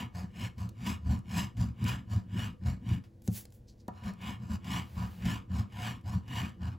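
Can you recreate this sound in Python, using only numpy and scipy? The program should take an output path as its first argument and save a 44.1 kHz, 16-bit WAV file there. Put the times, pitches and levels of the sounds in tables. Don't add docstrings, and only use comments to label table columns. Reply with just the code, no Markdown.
import sys
import numpy as np
from scipy import signal
from scipy.fft import rfft, irfft
from scipy.io import wavfile
from scipy.ndimage import uniform_filter1d

SR = 44100
rng = np.random.default_rng(int(sys.argv[2]) if len(sys.argv) > 2 else 0)


def generate_wav(signal):
    frames = np.transpose(np.atleast_2d(signal))
    scaled = np.clip(frames, -1, 1) * 32767
    pcm = np.round(scaled).astype(np.int16)
    wavfile.write(sys.argv[1], SR, pcm)


N = 298998
TIME = np.arange(N) / SR
FREQS = np.fft.rfftfreq(8192, 1 / SR)

# frequency in Hz, relative level in dB.
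PUSH_COLOUR = [(200, -7.5), (400, 1), (600, 1.5), (1000, 2.5), (1400, 2.5), (2000, 0), (3100, -0.5),
               (3900, -3.5), (4600, -26), (6000, -32.5), (9000, -23.5)]
# frequency in Hz, relative level in dB.
RETURN_COLOUR = [(200, -21), (400, 1), (600, 7.5), (1000, 5), (1400, 4), (2000, -4.5), (3100, -7),
                 (3900, -9), (4600, -7.5), (6000, -17), (9000, -34.5)]
# frequency in Hz, relative level in dB.
EDGE_COLOUR = [(2500, -44), (4000, -0.5), (5000, 5), (6300, 0), (7500, 0.5), (9000, -9), (11500, -3),
               (14000, -9.5), (15800, -8.5)]
# centre in Hz, width in Hz, lift in dB.
CONTACT = [(723, 51, 8.5), (872, 11, 5), (992.4, 74, 10.5), (1220, 270, 7.5), (1770, 163, 7.5),
           (2080, 40, -1), (2240, 123, 9), (2478, 107, 7), (2906, 196, 11.5), (3220, 180, 4.5),
           (4990, 46, 2.5), (7560, 930, 4.5)]


def undb(db):
    return 10 ** (np.asarray(db) / 20)


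def unit(x):
    return x / np.sqrt(np.mean(x ** 2))


def ring(x, response):
    return signal.oaconvolve(x, response)[:N]


def bandpass(low_hz, high_hz, order):
    return signal.butter(order, [low_hz, high_hz], "bandpass", fs=SR, output="sos")


def highpass(hz, order):
    return signal.butter(order, hz, "highpass", fs=SR, output="sos")


def colour(points, resonances=()):
    hz, db = np.transpose(points)
    shape = np.interp(np.log(FREQS + 1), np.log(hz), db)
    for centre, width, lift in resonances:
        shape = shape + lift / (1 + (2 * (FREQS - centre) / width) ** 2)
    cepstrum = irfft(np.log(undb(shape)))
    half = len(cepstrum) // 2
    cepstrum[1:half] *= 2
    cepstrum[half + 1:] = 0
    return irfft(np.exp(rfft(cepstrum)))


def wander(rate):
    steps = rng.standard_normal(N)
    return unit(np.interp(TIME * rate, np.arange(N), steps))


def flakes(rate, spread_db):
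    hit = rng.random(N) < rate / SR
    size = undb(spread_db * np.minimum(rng.exponential(size=N), 5))
    sign = rng.choice([-1, 1], N)
    return unit(hit * size * sign)


def swell(moves, column, sink_db, arch):
    turn_s = 0.013
    gain = np.zeros(N)
    for move in moves:
        start, fastest, end = move[:3]
        during = slice(*np.searchsorted(TIME, [start, end]))
        t = TIME[during]
        slowness = np.interp(t, [start, fastest, end], [1, 0, 1])
        moving = np.minimum(np.minimum(t - start, end - t) / turn_s, 1)
        gain[during] += moving * undb(move[column] - sink_db * slowness ** arch)
    return gain


def room_tone():
    # frequency in Hz, relative level in dB.
    tone = [(25, -14.5), (45, -4), (70, -2), (115, 2.5), (160, -14.5), (210, -4.5), (330, -22), (550, -25),
            (800, -33), (1200, -37.5), (2500, -44.5), (6000, -49), (15500, -52.5)]
    # centre in Hz, width in Hz, lift in dB.
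    drones = [(336, 20, 16), (489, 60, 9)]
    return undb(-55) * unit(ring(rng.standard_normal(N), colour(tone, drones)))


def table_top(column):
    # frequency in Hz, 60 dB decay time in seconds,
    # then relative level in dB under a push, under a return and under a blow.
    modes = [(64.6, 0.14, -11, -17, -28), (85.8, 0.25, 1.5, 10.5, -4), (108.25, 0.19, 11.5, 6, 4),
             (119.7, 0.37, 6, 1, -24), (180.2, 0.17, 8.5, 7.5, 1), (206.4, 0.25, 2.5, -8, -4),
             (225, 0.074, -3, -36, -8), (312, 0.027, -10, -15, -10), (497, 0.064, -56, -54, -12),
             (764, 0.083, -30, -60, -21), (970, 0.028, -32, -24, -11)]
    t = TIME[:SR // 2]
    response = np.zeros(len(t))
    for mode in modes:
        hz, t60_s = mode[:2]
        decay = np.exp(-np.log(1000) * t / t60_s)
        response += undb(mode[column]) * np.sin(2 * np.pi * hz * t) * decay
    return response


def table_shake(strokes, table, slip_hz, soft_hz, judder_db, jitter):
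    _, fastest, *_, judder_hz = np.transpose(strokes)
    stroke = np.searchsorted((fastest[1:] + fastest[:-1]) / 2, TIME)
    cycles = np.cumsum(judder_hz[stroke] * np.exp(jitter * wander(rate=60))) / SR
    judder = unit(np.diff(np.floor(cycles), prepend=0))
    slips = flakes(slip_hz, spread_db=4) + undb(judder_db) * judder
    cushioned = signal.sosfilt(bandpass(45, soft_hz, order=4), slips)
    shake = unit(ring(cushioned, table))
    shake = shake / np.sqrt(uniform_filter1d(shake ** 2, size=1700) + 1e-6)
    return unit(signal.sosfilt(highpass(58, order=4), shake))


def hand_echo(x, lag_s, travel, echo_db):
    lag = lag_s * np.exp(travel * wander(rate=5))
    reflection = np.interp(TIME - lag, TIME, x)
    return unit(x + undb(echo_db) * reflection)


def snags():
    # time in seconds, extra shake in dB.
    jolts = [(0.062, 8.5), (0.25, 9), (0.445, 6.5), (0.68, 4), (1.085, 4.5), (1.365, 3), (1.615, 1),
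             (1.84, 11.5), (2.173, 11), (2.359, 8.5), (2.924, 8), (5.259, 9), (6.17, 9.5), (6.44, 4.5)]
    snag_s = 0.025
    lift = np.zeros(N)
    for s, db in jolts:
        near = slice(*np.searchsorted(TIME, [s - 2 * snag_s, s + 2 * snag_s]))
        lift[near] += db * np.exp(-((TIME[near] - s) / snag_s) ** 2)
    return undb(lift)


def scrape(strokes, sink_db, arch, body, shake, flake_hz, spread_db, crumb_hz, crumb_spread_db,
           patchy_db, scrape_db, edge_db, shake_db):
    bite = undb(1.3 * shake + 1.1 * wander(rate=160))
    clicks = flakes(flake_hz, spread_db)
    crumbs = clicks + flakes(crumb_hz, crumb_spread_db)
    cupped_clicks = hand_echo(clicks * bite, lag_s=0.00075, travel=0.35, echo_db=-11.5)
    cupped_crumbs = hand_echo(crumbs * bite, lag_s=0.000772, travel=0.12, echo_db=-3.5)
    rasp = unit(ring(cupped_clicks, colour(body, CONTACT)))
    edge = unit(ring(cupped_crumbs, colour(EDGE_COLOUR, CONTACT)))

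    effort = swell(strokes, column=3, sink_db=sink_db[0], arch=arch)
    hiss = swell(strokes, column=4, sink_db=sink_db[1], arch=arch)
    drag = swell(strokes, column=5, sink_db=sink_db[2], arch=arch) * snags()
    grip = undb(patchy_db * wander(rate=45))
    layers = undb(scrape_db) * effort * rasp
    layers += undb(edge_db) * hiss * edge
    layers += undb(shake_db) * drag * shake
    return grip * layers


def pushes():
    # start, fastest moment and end in seconds, then relative levels in dB
    # of scrape, edge hiss and table shake, then the centre of the judder in Hz.
    strokes = [(-0.1, -0.01, 0.11, -41, -51.5, -36, 118.9), (0.27, 0.441, 0.54, -45.5, -53.5, -38.5, 189),
               (0.72, 0.908, 1.008, -43.5, -49, -32.5, 96), (1.225, 1.389, 1.532, -40.5, -44.5, -31, 180.8),
               (1.725, 1.903, 2.06, -42.5, -52.5, -32.5, 120.8),
               (2.25, 2.426, 2.56, -43.5, -52.5, -31.5, 115), (2.775, 2.932, 3.033, -50, -59, -31.5, 107),
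               (4.14, 4.284, 4.424, -45, -57, -38, 182), (4.585, 4.744, 4.9, -41, -49.5, -33.5, 95.77),
               (5.135, 5.313, 5.458, -42, -50.5, -32.5, 180), (5.66, 5.856, 6.033, -41, -50, -35, 112.8),
               (6.22, 6.385, 6.58, -41, -51, -34, 123.1)]
    sink_db = (41, 50, 24)
    shake = table_shake(strokes, table_top(column=2), slip_hz=888, soft_hz=306, judder_db=-3.5, jitter=0.11)
    return scrape(strokes, sink_db, 1.776, PUSH_COLOUR, shake, flake_hz=9010, spread_db=1.5,
                  crumb_hz=2990, crumb_spread_db=2.5, patchy_db=0.87,
                  scrape_db=0.5, edge_db=0, shake_db=-1)


def returns_and_slide():
    # start, fastest moment and end in seconds, then relative
    # levels in dB of scrape, edge hiss and table shake, then the centre of the judder in Hz.
    strokes = [(0.106, 0.186, 0.32, -50, -57.5, -38.5, 88.1), (0.55, 0.604, 0.75, -54.5, -62, -35, 110.3),
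               (0.98, 1.129, 1.242, -52.5, -60.5, -31, 78.1), (1.537, 1.618, 1.748, -50, -56.5, -28, 119),
               (2.05, 2.135, 2.284, -51, -58.5, -33.5, 107.9), (2.58, 2.703, 2.81, -52, -61, -32, 67),
               (3.87, 3.98, 4.35, -62.5, -76, -55.5, 105.1), (4.015, 4.082, 4.16, -47.5, -59, -36, 199),
               (4.33, 4.539, 4.609, -53, -60, -35, 103.9), (4.9, 5.003, 5.17, -49.5, -60.5, -34, 74.98),
               (5.47, 5.574, 5.69, -47.5, -56.5, -29, 102), (6.021, 6.09, 6.275, -52.5, -60.5, -36, 108),
               (6.56, 6.671, 6.8, -51.5, -64, -33.5, 78.9)]
    sink_db = (34.5, 46, 23.5)
    shake = table_shake(strokes, table_top(column=3), slip_hz=645, soft_hz=265, judder_db=-1, jitter=0.07)
    return scrape(strokes, sink_db, 1.935, RETURN_COLOUR, shake, flake_hz=13600, spread_db=3,
                  crumb_hz=4500, crumb_spread_db=-12, patchy_db=2.2,
                  scrape_db=0.44, edge_db=0.8, shake_db=0.04)


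def bites(decay_s, edge_db):
    # time in seconds, relative level in dB.
    digs = [(0.581, -54), (0.865, -38.5), (1.13, -57), (1.37, -44), (1.569, -52.5), (1.884, -38.5),
            (3.039, -62), (4.036, -53), (4.213, -55.5), (4.644, -52.5), (5.254, -43), (5.723, -59),
            (6.279, -55)]
    burst = np.zeros(N)
    for s, db in digs:
        burst += undb(db) * (TIME >= s) * np.exp(-np.abs(TIME - s) / decay_s)
    clicks = flakes(rate=8300, spread_db=-2.5)
    body = unit(ring(clicks, colour(PUSH_COLOUR, CONTACT)))
    edge = unit(ring(clicks, colour(EDGE_COLOUR)))
    return burst * (body + undb(edge_db) * edge)


def ticks(decay_s, level_db):
    # start in seconds, relative level in dB.
    catches = [(0.6909, -37), (0.8633, -38), (1.19, -44.5), (1.3679, -32), (1.8408, -30.5), (1.8801, -29),
               (2.528, -55), (2.8894, -37.5), (3.22, -45.5), (3.2767, -26), (3.4532, -36), (3.5034, -51),
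               (3.523, -47), (3.683, -58), (3.8806, -37), (4.136, -47.5), (5.2534, -39), (6.0121, -56),
               (6.494, -44)]
    # frequency in Hz, relative level in dB.
    snap_colour = [(300, 9), (2000, -9.5), (4500, -2), (8000, -1.5), (12000, -6), (15500, -10.5)]
    out, t = np.zeros(N), TIME[:SR // 20]
    for s, db in catches:
        crack = rng.standard_normal(len(t)) * np.exp(-t / decay_s)
        snap = ring(crack, colour(snap_colour))[:len(t)]
        start = int(s * SR)
        out[start:start + len(t)] += undb(db + level_db) * snap / np.abs(snap).max()
    return out


def rub(moves, body, grain_hz, spread_db, sink_db, arch, level_db):
    gain = undb(level_db) * swell(moves, column=3, sink_db=sink_db, arch=arch)
    return gain * unit(ring(flakes(grain_hz, spread_db), colour(body)))


def sweeps():
    # start, fastest moment and end in seconds, relative level in dB.
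    moves = [(3.21, 3.272, 3.3, -59.5), (3.29, 3.37, 3.46, -43), (3.49, 3.544, 3.625, -66.5)]
    # frequency in Hz, relative level in dB.
    body = [(400, -7), (1500, -9.5), (3000, -6.5), (5000, -5), (8000, -1.5), (11000, 0.5), (15500, 0.5)]
    return rub(moves, body, grain_hz=11100, spread_db=3, sink_db=30, arch=1.53, level_db=1.5)


def blows(clack_s):
    # start in seconds, relative thud level in dB,
    # lowest and highest frequency driven in Hz, relative clack level in dB.
    impacts = [(3.284, -18, 89, 313, -45.5), (3.883, -29.5, 262, 1040, -33)]
    out, t = np.zeros(N), TIME[:SR // 2]
    for s, thud_db, low_hz, high_hz, clack_db in impacts:
        band = bandpass(low_hz, high_hz, order=2)
        thud = signal.sosfilt(band, table_top(column=4))
        crack = rng.standard_normal(len(t)) * np.exp(-t / clack_s)
        clack = signal.sosfilt(band, ring(crack, colour(RETURN_COLOUR, CONTACT)))[:len(t)]
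        start = int(s * SR)
        out[start:start + len(t)] += undb(thud_db) * thud / np.abs(thud).max()
        out[start:start + len(t)] += undb(clack_db) * clack / np.abs(clack).max()
    return out


def regrip():
    # start, fastest moment and end in seconds, relative level in dB.
    moves = [(3.664, 3.688, 3.746, -62.5), (3.77, 3.806, 3.85, -70.5)]
    # frequency in Hz, relative level in dB.
    body = [(1000, -25), (2500, -6), (4800, 9), (7000, 2.5), (10000, -6), (15500, -11)]
    return rub(moves, body, grain_hz=5000, spread_db=4, sink_db=21, arch=1.1, level_db=0)


def dragging_fingers():
    # start, fastest moment and end in seconds, relative level in dB.
    moves = [(4.76, 5.08, 5.3, -62.5)]
    # frequency in Hz, relative level in dB.
    body = [(1000, 6), (4500, -1.5), (7000, -6.5), (11500, -6), (14500, -1.5), (15800, -6)]
    return rub(moves, body, grain_hz=15190, spread_db=-6, sink_db=13, arch=3.3, level_db=1)


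def room(x, dull_hz):
    t60_s, gap_s = 0.23, 0.003
    t = TIME[:SR // 2]
    tail = rng.standard_normal(len(t)) * np.exp(-np.log(1000) * t / t60_s) * (t > gap_s)
    tail = tail / np.sqrt(np.sum(tail ** 2))
    return ring(x, signal.sosfilt(signal.butter(1, dull_hz, fs=SR, output="sos"), tail))


def scene():
    scraping = pushes() + returns_and_slide()
    hits = blows(clack_s=0.006) + bites(decay_s=0.02, edge_db=-7) + ticks(decay_s=0.0025, level_db=-4)
    fingers = sweeps() + regrip() + dragging_fingers()
    near = scraping + hits + fingers
    floor = room_tone()

    airborne = signal.sosfilt(highpass(350, order=2), near)
    mid = near + undb(-9) * room(airborne, dull_hz=4760) + floor
    wide = signal.sosfilt(bandpass(240, 1500, order=3), near + floor)
    side = undb(-4.5) * room(wide, dull_hz=1650)
    balance = undb(np.array([[0.2], [-0.2]]))
    return np.array([mid + side, mid - side]) * balance


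def record(dry):
    # centre in Hz, width in Hz.
    port_turns = [(1280, 310), (9080, 1300), (13300, 1380)]
    top_hz = 15850
    hz = np.fft.rfftfreq(N, 1 / SR)
    lag = sum(np.pi * (1 + np.tanh((hz - centre) / width)) for centre, width in port_turns)
    left = irfft(rfft(dry[0]) * np.exp(-1j * lag), N)
    top_cut = signal.ellip(10, 0.2, 70, top_hz, fs=SR, output="sos")
    return signal.sosfilt(top_cut, np.array([left, dry[1]]))


dry = scene()
out = record(dry)
generate_wav(out)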